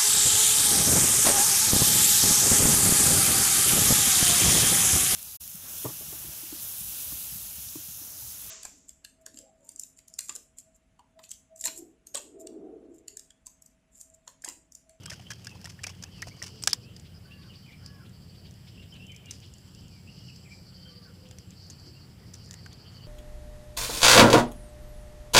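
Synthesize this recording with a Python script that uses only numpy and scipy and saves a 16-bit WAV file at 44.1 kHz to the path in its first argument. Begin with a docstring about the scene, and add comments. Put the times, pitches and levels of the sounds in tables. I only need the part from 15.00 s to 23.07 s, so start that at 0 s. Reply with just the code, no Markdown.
"""Outdoors, close to a small microphone: a plastic fork beats eggs in a crumpled foil bowl, then a knife
snaps and ticks through a chilli. Bursts of tiny snaps ring the foil and blade; pops are short rising tones.
Far off, a slow engine throbs as a sum of steady orders in a wash of shaped noise. Insects are fluttering
noise bands; small birds, a crow and a dove call in gliding, blurred tones with a short echo."""
import sys
import numpy as np
from scipy import signal
from scipy.io import wavfile
from scipy.ndimage import uniform_filter1d

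SR = 44100
rng = np.random.default_rng(int(sys.argv[2]) if len(sys.argv) > 2 else 0)


def invert_db(x):
    """Field ratio 10**(x/20) for x, a level in decibels (scalar or array-like)."""
    u = np.asarray(x, float) / 20
    return 10 ** u


def materialize(psi):
    """Save the field psi as 16-bit PCM at rate SR to the path in sys.argv[1].

    A 1-D psi becomes a single channel; in a 2-D psi each row is a channel.
    """
    bounded = np.clip(np.atleast_2d(psi).T, -1, 1)
    quanta = np.round(bounded * 32767).astype(np.int16)
    wavfile.write(sys.argv[1], SR, quanta)


N = 355887
BEAT_END_S = 1.6  # stirring, small unplanned pops and stray taps stop here

# resonances of the foil bowl: centre_hz, width_hz, relative_db
FOIL_MODES = [(1600, 1800, 16), (2800, 770, 23), (5190, 970, 35.5), (6060, 370, 17.5), (7900, 2200, -16)]
# resonances of the blade: centre_hz, width_hz, relative_db
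BLADE_MODES = [(750, 240, -31.5), (1850, 500, -9.5), (3540, 1500, 6), (5150, 650, 11.5), (5900, 780, 10),
               (7000, 390, 7), (12800, 3100, -19)]


def evened(x):
    """Scales to rms 1."""
    return x / np.sqrt(np.mean(x ** 2) + 1e-20)


def level_curve(rows):
    """Joins (start_s, level_db) points by straight lines over the whole scene."""
    return np.interp(np.arange(N) / SR, *np.transpose(rows))


def add(mix, s, sound):
    """Mixes a sound in at time s."""
    part = mix[round(s * SR):][:len(sound)]
    part += sound[:len(part)]


def resonate(x, hz, width_hz):
    """Shifts the curve hz down to zero, smooths, and shifts back: a resonance of gain 1."""
    turn = np.exp(2j * np.pi * np.cumsum(hz * np.ones(len(x))) / SR)
    r = np.exp(-np.pi * width_hz / SR)
    smoothed = signal.lfilter([1 - r], [1, -r], x / turn)
    return 2 * (turn * smoothed).real


def wander(per_s):
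    """Slow chance: random knots of rms 1 joined by lines; after 600 knots the last value holds."""
    knots = rng.standard_normal(600)
    return np.interp(np.arange(N) * per_s / SR, np.arange(len(knots)), knots)


def chorus(db, hz, width_hz, flutter_db, per_s):
    """Noise through three equal resonances: many blurred sources in one fluttering band."""
    band = rng.standard_normal(N)
    for _ in range(3):
        band = resonate(band, hz, width_hz)
    return invert_db(db + flutter_db * wander(per_s)) * evened(band)


def noise_sweep(s, db, length, from_hz, to_hz, width_hz):
    """A fast, wide sweep: a gliding smear of noise that swells and fades."""
    hz = np.linspace(from_hz, to_hz, round(length * SR))
    smear = resonate(resonate(rng.standard_normal(len(hz)), hz, width_hz), hz, width_hz)
    return s, invert_db(db) * evened(smear) * np.hanning(len(hz))


def ring(clicks, modes, dull):
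    """Clicks pass the broad resonances; a dull blow favours the low ones."""
    return sum(invert_db(db - 8.74 * dull * np.log2(hz / 6000)) * resonate(clicks, hz, width) / np.sqrt(width)
               for hz, width, db in modes)


def crackles(events, modes, uneven_db, crack, tail_db, tail_s, spot_db=0):
    """Each blow is one sharp crack, a burst of tiny uneven snaps, then a short ragged rattle.
    Events list start_s, level_db, crackle_s, dullness and perhaps the struck spot's pitch_hz."""
    out, t = np.zeros(N), np.arange(6000) / SR
    for s, db, length, dull, *spot in events:
        sign, hiss = rng.standard_normal((2, len(t)))
        size = rng.exponential(1, len(t))
        burst = np.minimum(t / 0.0011, 1) * np.exp(-(t / max(length, .0005)) ** 2)
        snaps = sign * invert_db(uneven_db * np.minimum(size, 4)) * burst
        drive = snaps / np.linalg.norm(snaps) * np.linalg.norm(burst)
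        drive[20] += crack
        ragged = invert_db(2.7 * evened(uniform_filter1d(sign, size=90)))
        rattle = invert_db(tail_db - 60 * t / tail_s) * hiss * ragged
        # the struck spot adds a resonance of its own, 370 Hz wide
        struck = modes + [(hz, 370, spot_db) for hz in spot]
        sound = ring(drive, struck, dull) + ring(rattle, modes, dull + 0.6)  # the treble dies first
        add(out, s - .0004, invert_db(db) * sound / (3 * np.std(ring(hiss, struck, 0))))
    return out


def note(s, length, db, from_hz, to_hz, upper_db=-99, blur_hz=100, blurred=.5, arch=0, waver=0):
    """A gliding tone, partly scattered into a fuzzy band by leaves and distance; caws add a harmonic."""
    size = round(length * SR)
    tremble = evened(uniform_filter1d(rng.standard_normal(size), size=300))
    # arch bends the pitch up mid-note, waver makes it tremble (shares of the pitch)
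    bend = 1 + arch * (np.sin(np.linspace(0, np.pi, size)) - .5) + waver * tremble
    hz = np.linspace(from_hz, to_hz, size) * bend
    phase = 2 * np.pi * np.cumsum(hz) / SR
    tone = np.sqrt(2) * (np.sin(phase) + invert_db(upper_db) * np.sin(3 * phase / 2))
    fuzz = evened(resonate(resonate(rng.standard_normal(size), hz, blur_hz), hz, blur_hz))
    broken = evened(uniform_filter1d(rng.standard_normal(size), size=350))
    level = invert_db(db + 4.5 * blurred * broken)  # the more blurred a call, the more its level flutters
    return s, level * ((1 - blurred) * tone + blurred * fuzz) * np.hanning(size) ** 0.17


def sing(rows, **voice):
    """Lays notes of one voice along the scene."""
    out = np.zeros(N)
    for row in rows:
        add(out, *note(*row, **voice))
    return out


def air(patchy_db):
    """Distant wash: random short-time spectra with drifting patches."""
    # spectrum of the wash: centre_hz, relative_db (per Hz)
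    spectrum = [(22, -53), (36, -18.5), (60, -4), (110, 2), (190, -2), (268, -11.5), (473, -17.5),
                (647, -22), (1040, -27), (2560, -29), (3600, -33), (6280, -36), (15550, -37.5),
                (15800, -85)]
    hz = np.fft.rfftfreq(2048, 1 / SR)
    real, imaginary, patches = rng.standard_normal((N // 512 + 5, len(hz), 3)).T
    patches = uniform_filter1d(patches, size=20, axis=0)
    patches = evened(uniform_filter1d(patches, size=8, axis=1))
    f, db = np.transpose(spectrum)
    shape = invert_db(np.interp(np.log(hz + 1), np.log(f), db)[:, None] + patchy_db * patches)
    wash = signal.istft((real + 1j * imaginary) * shape, nperseg=2048, noverlap=1536)[1][:N]
    above_hum = signal.sosfilt(signal.butter(4, 200, "high", fs=SR, output="sos"), wash)
    return invert_db(-57.5) * wash / np.std(above_hum)  # the level counts only what lies above 200 Hz


def engine(start_s, smear, waver_db):
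    """Steady orders of a slow engine; the pipe smears each firing, distance makes each order waver."""
    # orders of the engine: multiple of the firing cycle, relative_db
    orders = [(4, -23), (5, -10), (7, -3), (8, 5), (10, 0.5), (11, -0.5), (12, -23), (13, -11), (14, -4),
              (15, -9.5), (16, -1), (18, -28), (19, -25)]
    firing_hz, level_db = 11.49, -52
    cycle = 2 * np.pi * firing_hz * (np.arange(N) / SR - start_s)
    throb = sum(invert_db(db + waver_db * wander(2.195)) * np.cos(k * cycle - smear * k * k) for k, db in orders)
    return invert_db(level_db) * evened(throb)


def insects():
    """Many far insects blur into a fluttering band of noise."""
    # chorus level before its low edge is cut: start_s, level_db
    swell = [(0.0, -62), (.9, -65), (1.57, -56.5), (1.95, -65), (2.2, -67.5), (2.85, -61), (3.05, -70),
             (3.7, -62.5), (4.15, -71), (4.5, -58), (4.75, -64), (5.3, -57), (6.09, -64.5), (6.9, -58.5),
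             (7.17, -64.5), (7.51, -59), (8.07, -66)]
    return chorus(level_curve(swell), hz=4740, width_hz=1560, flutter_db=4, per_s=25)


def high_insects():
    """A thinner insect band, higher up, flutters slowly."""
    # start_s, level_db
    swell = [(0.0, -85), (1.84, -71.5), (2.3, -78), (4.8, -71), (8.07, -75)]
    return chorus(level_curve(swell), hz=7580, width_hz=790, flutter_db=3, per_s=6)


def far_birds():
    """Twitter of distant birds, blurred into a band of noise."""
    # start_s, level_db
    swell = [(0.0, -58), (.43, -68.5), (1.91, -63), (2.02, -70.5), (3.53, -70), (4.14, -63), (4.92, -70),
             (7.46, -74.5), (8.07, -64.5)]
    return chorus(level_curve(swell), hz=2983, width_hz=810, flutter_db=3.5, per_s=22)


def low_rumble():
    """A low band of noise rises, drops away, then slowly swells to the end."""
    # start_s, level_db
    swell = [(0.0, -68), (1.9, -60.5), (2.3, -86.5), (8.07, -64.5)]
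    return chorus(level_curve(swell), hz=254, width_hz=450, flutter_db=-1.5, per_s=7.9)


def swelling_wash(end_db, db_per_s):
    """A broad mid wash of noise swells steadily up to the end."""
    t = np.arange(N) / SR
    return chorus(end_db - db_per_s * (t[-1] - t), hz=864, width_hz=2900, flutter_db=1.0, per_s=13)


def stir(snaps_per_s, uneven_db):
    """Fine random crackle of foil while the fork drags through the egg."""
    snaps = invert_db(uneven_db * np.minimum(rng.exponential(1, N), 4)) * (rng.random(N) < snaps_per_s / SR)
    snaps *= rng.choice([-1, 1], N)
    dragging = np.arange(N) / SR < BEAT_END_S
    return invert_db(-65.5 + 2.0 * wander(5.8)) * dragging * evened(ring(snaps, FOIL_MODES, 0.74))


def stray_taps(count, db, spread_db):
    """Faint unplanned touches of the tines between the strokes."""
    return [(s * BEAT_END_S, db + spread_db * g, dull) for s, g, dull in rng.random((count, 3))]


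def fork():
    """Plastic tines tap and rake the crumpled foil, ringing its broad resonances."""
    # taps on the foil: start_s, level_db, dullness, pitch_hz (of the struck spot)
    strokes = [(.034, -39.5, 1.05, 5800), (.058, -24, 0, 7700), (.102, -26.5, 0.61, 5040),
               (.196, -44, 0.8, 2800), (.304, -30, 0, 6030), (.315, -30.5, 0.75, 5500),
               (.334, -35, .2, 5200), (.446, -31.5, 0, 7000), (0.4695, -24.5, 0.23, 5130),
               (.494, -38, .2, 4700), (.614, -36, 0, 4900), (0.644, -31.5, 0.7, 5400),
               (0.6558, -29, 0.8, 7600), (0.672, -49.5, 1.1, 1410), (.701, -38, 0, 6300),
               (0.8348, -23.5, 0, 7300), (.84, -23, 0.63, 5630), (0.8674, -25, 0.96, 5300),
               (1.0248, -30, 0.32, 6000), (1.037, -25, 0.33, 6250), (1.2205, -24, 0.35, 5960),
               (1.225, -35, .8, 5000), (1.4252, -21.5, 0, 5500)]
    # tines rake the foil: start_s, level_db
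    scrapes = [(.08, -54), (.098, -32), (.14, -43), (.16, -49), (0.454, -45), (.85, -63), (.91, -50),
               (1.448, -43), (1.48, -39), (.114, -38), (.126, -35.5), (.306, -30.5), (.505, -46),
               (.715, -47), (.694, -37), (.869, -32), (.894, -35.5), (1.27, -38.5), (1.281, -37),
               (1.435, -31.5), (1.4635, -33)]
    tap_s, scrape_s, scrape_dull = 0.005, 0.013, 0.52  # lengths of the crackle
    touches = strokes + stray_taps(count=90, db=-61.5, spread_db=15.5)
    events = [(s, db, tap_s, *colour) for s, db, *colour in touches]
    events += [(s, db, scrape_s, scrape_dull) for s, db in scrapes]
    return crackles(events, FOIL_MODES, uneven_db=12.0, crack=4.9, tail_db=-21.0, tail_s=0.079, spot_db=34.5)


def slosh(count, db, spread_db):
    """Many small unplanned pops while the egg is beaten."""
    return [(s * BEAT_END_S, db + spread_db * g, 600 * 9.3 ** p) for s, p, g in rng.random((count, 3))]


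def plops(rise, wet):
    """Hollow pops ring briefly, with a rising, slightly wobbling pitch."""
    # hollow pops: start_s, level_db, pitch_hz (at the start)
    pops = [(.06, -42, 1528), (.081, -43, 1180), (.116, -35, 1780), (.118, -40.5, 620), (.132, -40, 1480),
            (.196, -44.5, 720), (.268, -41, 2960), (.305, -32.5, 1635), (.318, -35, 1600),
            (.47, -34.5, 1600), (.555, -47, 970), (.643, -43, 694), (.655, -37, 1810), (.672, -45, 915),
            (.791, -40.5, 1780), (.838, -39, 1600), (.842, -27.5, 2320), (.867, -40.5, 704),
            (.88, -39, 2190), (.899, -45, 1060), (1.037, -43.5, 1680), (1.225, -26, 1850),
            (1.271, -37, 660), (1.419, -31, 1846), (1.427, -43, 580), (1.674, -22.5, 1535),
            (1.675, -30, 750), (1.732, -37, 934)]
    t60_s = 0.037
    out, t = np.zeros(N), np.arange(4000) / SR
    for s, db, hz in pops + slosh(count=110, db=-61.5, spread_db=9.5):
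        wobble = evened(uniform_filter1d(rng.standard_normal(len(t)), size=70))
        phase = 2 * np.pi * hz * (t + rise * t ** 2) + wet * wobble
        add(out, s, invert_db(db - 60 * t / t60_s) * (1 - np.exp(-t / 0.00017)) * np.sin(phase))
    return out


def short_glides():
    """Short gliding notes, mostly whistles of small birds; the one at 1.31 s is a rising pop."""
    # start_s, length_s, level_db, from_hz, to_hz
    glides = [(0.061, 0.041, -54, 3218, 3170), (0.273, 0.073, -54, 3230, 3180),
              (0.472, 0.068, -52.5, 2770, 2560), (.885, 0.042, -53, 2390, 3400),
              (1.04, 0.04, -58, 2490, 2800), (1.31, 0.023, -53, 2080, 2470), (1.34, 0.032, -61, 3050, 3000),
              (1.83, 0.065, -59.5, 2480, 2800), (2.25, 0.05, -66, 3060, 2980),
              (2.48, 0.029, -63, 3210, 2990), (1.111, .11, -55, 3196, 2510), (2.62, 0.063, -60, 3160, 2900),
              (3.81, 0.034, -59, 2910, 2630), (3.919, 0.029, -52, 3170, 2960),
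              (3.996, 0.057, -50.5, 2652, 2800), (4.074, 0.065, -51, 3035, 3077),
              (4.23, 0.051, -58, 2305, 2440), (4.251, 0.082, -53, 2824, 2810),
              (4.74, 0.074, -61.5, 2640, 3164), (4.889, 0.12, -64.5, 2570, 2190),
              (5.108, 0.27, -61, 2915, 2906), (5.752, 0.1, -62.5, 3150, 3070),
              (5.85, 0.056, -53, 3150, 3120), (6.948, 0.04, -60, 2750, 2800)]
    return sing(glides, blur_hz=200, blurred=.4, waver=.006)


def crickets(width_hz, throb_s):
    """A narrow band of noise throbs in short trills."""
    # start_s (first throb), length_s, gap_s (between throbs), level_db, pitch_hz
    trills = [(1.24, 0.26, 0.078, -58.5, 4570), (2.165, .05, .08, -58.5, 5000),
              (2.265, 0.44, 0.075, -60, 4600), (2.79, .25, .077, -63.5, 5100),
              (3.159, .34, 0.074, -57.5, 4640), (3.69, .35, .108, -62.5, 5120),
              (5.684, 0.39, 0.072, -55, 4620), (6.586, .49, 0.074, -57, 4550), (7.581, .5, .077, -56, 4570)]
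    t, gate, hz = np.arange(N) / SR, np.zeros(N), np.full(N, float(trills[0][-1]))
    for s, length, gap, db, pitch_hz in trills:
        hz[t > s - 2 * throb_s] = pitch_hz
        for throb_at in np.arange(s, s + length, gap):
            gate += invert_db(db) * np.exp(-((t - throb_at) / throb_s) ** 2)
    return gate * chorus(0, hz, width_hz, flutter_db=3, per_s=120)


def dove():
    """Low coos whose pitch falls slightly and trembles."""
    # start_s, length_s, level_db, pitch_hz (at the start)
    coos = [(1.5, 0.15, -63, 443), (1.75, 0.11, -64, 497), (5.53, 0.11, -68.5, 544), (5.71, 0.19, -63, 526),
            (5.9, 0.27, -62, 490), (6.11, 0.27, -63.5, 520)]
    fall = 0.0416  # share of the pitch
    return sing([(*row, row[-1] * (1 - fall)) for row in coos], blur_hz=45, blurred=.3, waver=.006)


def knife():
    """The blade snaps through the chilli and rubs on, ringing its own resonances."""
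    # snaps: start_s, level_db, dullness (below zero bright), crackle_s, pitch_hz (of the struck spot)
    snaps = [(1.622, -32, .4, .003, 4700), (1.626, -22.5, -1.1, 0.0018, 8200),
             (1.6374, -4.5, -1.7, 0.001, 5650), (1.6735, -2, 0.7, 0.0033, 7600),
             (1.6759, -5.5, 0.59, 0.0026, 6200), (1.691, -26, .4, .006, 5500),
             (1.698, -21, 0.4, 0.0027, 4700), (1.706, -28, 0.087, 0.0099, 5200),
             (1.731, -4.5, 0.39, 0.0032, 4770), (1.734, -9.5, -0.025, 0.0017, 5240),
             (1.964, -36, 0.74, 0.0053, 4840), (1.9966, -36, 0.73, 0.0037, 7000),
             (2.8617, -22, -0.55, 0.0014, 5270), (4.309, -23, -1.7, 0.0063, 6200),
             (6.3113, -32.5, 1, 0.0022, 6800), (6.3853, -29, 0.41, 0.0023, 5840),
             (6.7, -32.5, -1.2, 0.0085, 6350), (7.339, -30.5, 0.64, 0.0054, 5800),
             (7.51, -17.5, -0.79, 0.0012, 5340), (7.54, -28.5, 0.67, 0.0036, 6660),
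             (7.661, -42, 1, .004, 1600), (7.73, -35, .1, 0.0027, 6500)]
    # the blade rubs on: start_s, level_db, crackle_s
    rustles = [(4.316, -43, 0.049), (6.707, -51, .03), (7.35, -42, 0.011), (7.913, -56, 0.15),
               (4.4, -60, .12)]
    events = [(s, db, length, dull, hz) for s, db, dull, length, hz in snaps]
    events += [(*row, 0.47) for row in rustles]  # dullness
    return crackles(events, BLADE_MODES, uneven_db=3.5, crack=1.7, tail_db=-18, tail_s=0.065, spot_db=16)


def ticks():
    """Light, bright ticks of the blade."""
    # start_s, level_db (before the body is cut)
    touches = [(1.649, -34), (1.66, -27), (3.0944, -39), (3.5098, -32), (3.54, -39), (3.941, -37),
               (4.067, -35), (4.119, -33), (4.148, -39), (4.1633, -30), (4.2582, -33), (4.384, -41),
               (4.4024, -35), (4.462, -41), (4.538, -30.5), (4.583, -35), (4.681, -40), (4.7486, -32),
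               (4.81, -38), (4.882, -37), (5.19, -41), (5.361, -33.5), (6.2883, -37), (6.506, -34),
               (6.6672, -40), (6.798, -40), (7.336, -31), (7.384, -40), (7.44, -41), (7.447, -38),
               (7.46, -35), (7.49, -38), (7.531, -31)]
    events = [(s, db, .0018, -1) for s, db in touches]
    clicks = crackles(events, BLADE_MODES, uneven_db=4.0, crack=2.4, tail_db=-12, tail_s=0.046)
    # thin ticks have no body
    return signal.sosfilt(signal.butter(3, 4700, "high", fs=SR, output="sos"), clicks)


def loose_rattle():
    """A loose rattle after the loudest snaps: a band of noise that sinks in pitch."""
    # start_s, level_db, length_s, from_hz, to_hz, width_hz
    sinking = (1.68, -46.5, 0.0748, 4000, 3000, 1500)
    out = np.zeros(N)
    add(out, *noise_sweep(*sinking))
    return out


def sparrows():
    """Broad chirps heard from afar: fast rising smears of noise."""
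    # start_s, level_db
    chirps = [(2.04, -57), (2.298, -61), (2.41, -59), (2.52, -58), (2.7, -59.5), (3.039, -59), (3.33, -62),
              (3.44, -57.5), (3.659, -55.5), (3.809, -57), (3.939, -55.5), (4.272, -56), (4.413, -57),
              (6.24, -59.5), (6.502, -61), (7.699, -57)]
    out = np.zeros(N)
    for s, db in chirps:
        add(out, *noise_sweep(s, db, length=0.047, from_hz=2300, to_hz=3870, width_hz=2000))
    return out


def crow():
    """Caws of two harmonics that arch and sag, with hoarse notes to open and close each."""
    # start_s, level_db (2nd harmonic), pitch_hz (2nd harmonic), upper_db (3rd harmonic above the 2nd)
    calls = [(2.27, -67.5, 1156, -1), (2.83, -67.5, 1132, 4.5), (5.89, -65.5, 1194, -16)]
    # hoarse ends: start_s (from the caw), length_s, relative_db (above the caw), from_hz, to_hz
    ends = [(-.04, 0.063, 2.5, 1470, 1513), (0.156, 0.07, 6.5, 1620, 1323)]
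    caw_s, sag = 0.205, 0.0708  # sag is a share of the pitch
    caws = [(s, caw_s, db, hz, hz * (1 - sag), upper_db) for s, db, hz, upper_db in calls]
    hoarse = [(s + at, length, db + rel_db, from_hz, to_hz)
              for s, db, *_ in calls for at, length, rel_db, from_hz, to_hz in ends]
    voiced = sing(caws, blur_hz=60, blurred=.3, arch=.06, waver=.006)
    return voiced + sing(hoarse, blur_hz=250, blurred=.6, waver=.012)


def songbird():
    """A four-note phrase of arched glides, repeated at different paces."""
    # one phrase: start_s (before stretching), length_s, relative_db, from_hz, to_hz
    phrase = [(0.008, 0.0376, -0.5, 2620, 2850), (0.188, 0.038, 0, 3024, 2553),
              (0.348, .05, -2, 2560, 2050), (.4, 0.038, 1.5, 2330, 2343)]
    # start_s, level_db, stretch (of the spacing of the notes)
    songs = [(2.3, -52.5, 1.04), (3.765, -52.5, 0.93), (5.062, -52, 1.1)]
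    notes = [(s + stretch * at, length, db + rel_db, from_hz, to_hz)
             for s, db, stretch in songs for at, length, rel_db, from_hz, to_hz in phrase]
    return sing(notes, blur_hz=260, blurred=.48, arch=.045, waver=.012)


def squawks():
    """Hoarse notes, mostly lower, with a trembling pitch."""
    # start_s, length_s, level_db, from_hz, to_hz
    hoarse = [(6.839, 0.084, -54, 268, 265), (7.18, 0.091, -65, 1916, 1920),
              (7.482, 0.13, -63.5, 1770, 2050), (7.909, 0.15, -60.5, 3060, 2940)]
    return sing(hoarse, blur_hz=250, blurred=.6, waver=.012)


def with_echo(calls, echo_db, echo_s):
    """Adds a short diffuse echo from walls and trees: noise decaying by 60 dB in echo_s."""
    t = np.arange(SR // 2) / SR
    tail = rng.standard_normal(len(t)) * invert_db(-60 * t / echo_s) * (t > .01)
    return calls + invert_db(echo_db) * signal.oaconvolve(calls, tail / np.linalg.norm(tail))[:N]


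def scene():
    """All sources at one microphone."""
    far = air(patchy_db=1.5) + engine(start_s=0.02967, smear=0.051, waver_db=2.5)
    chirr = insects() + crickets(width_hz=780, throb_s=0.027)
    far += signal.sosfilt(signal.butter(6, 4250, "high", fs=SR, output="sos"), chirr)  # band starts abruptly
    far += high_insects() + far_birds() + low_rumble() + swelling_wash(end_db=-62, db_per_s=7.5)
    calls = short_glides() + dove() + sparrows() + crow() + songbird() + squawks()
    far += with_echo(calls, echo_db=-6.5, echo_s=0.4)
    near = stir(snaps_per_s=1800, uneven_db=5.0) + fork() + knife() + ticks() + loose_rattle()
    # small light objects radiate little bass; the small microphone passes little of the top treble
    edges = signal.butter(2, [450, 11000], "band", fs=SR, output="sos")
    return (far + signal.sosfilt(edges, near) + plops(rise=3.3, wet=0.55))[None]


def low_pass(x):
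    """Removes everything above the highest recorded frequency."""
    return signal.sosfilt(signal.butter(12, 16790, fs=SR, output="sos"), x)


def record(dry):
    """Limits the band steeply at 15650 Hz and returns the finished mix."""
    finished = signal.sosfilt(signal.ellip(8, .5, 30, 15650, fs=SR, output="sos"), dry)
    return low_pass(finished)


dry = scene()
out = record(dry)
materialize(out)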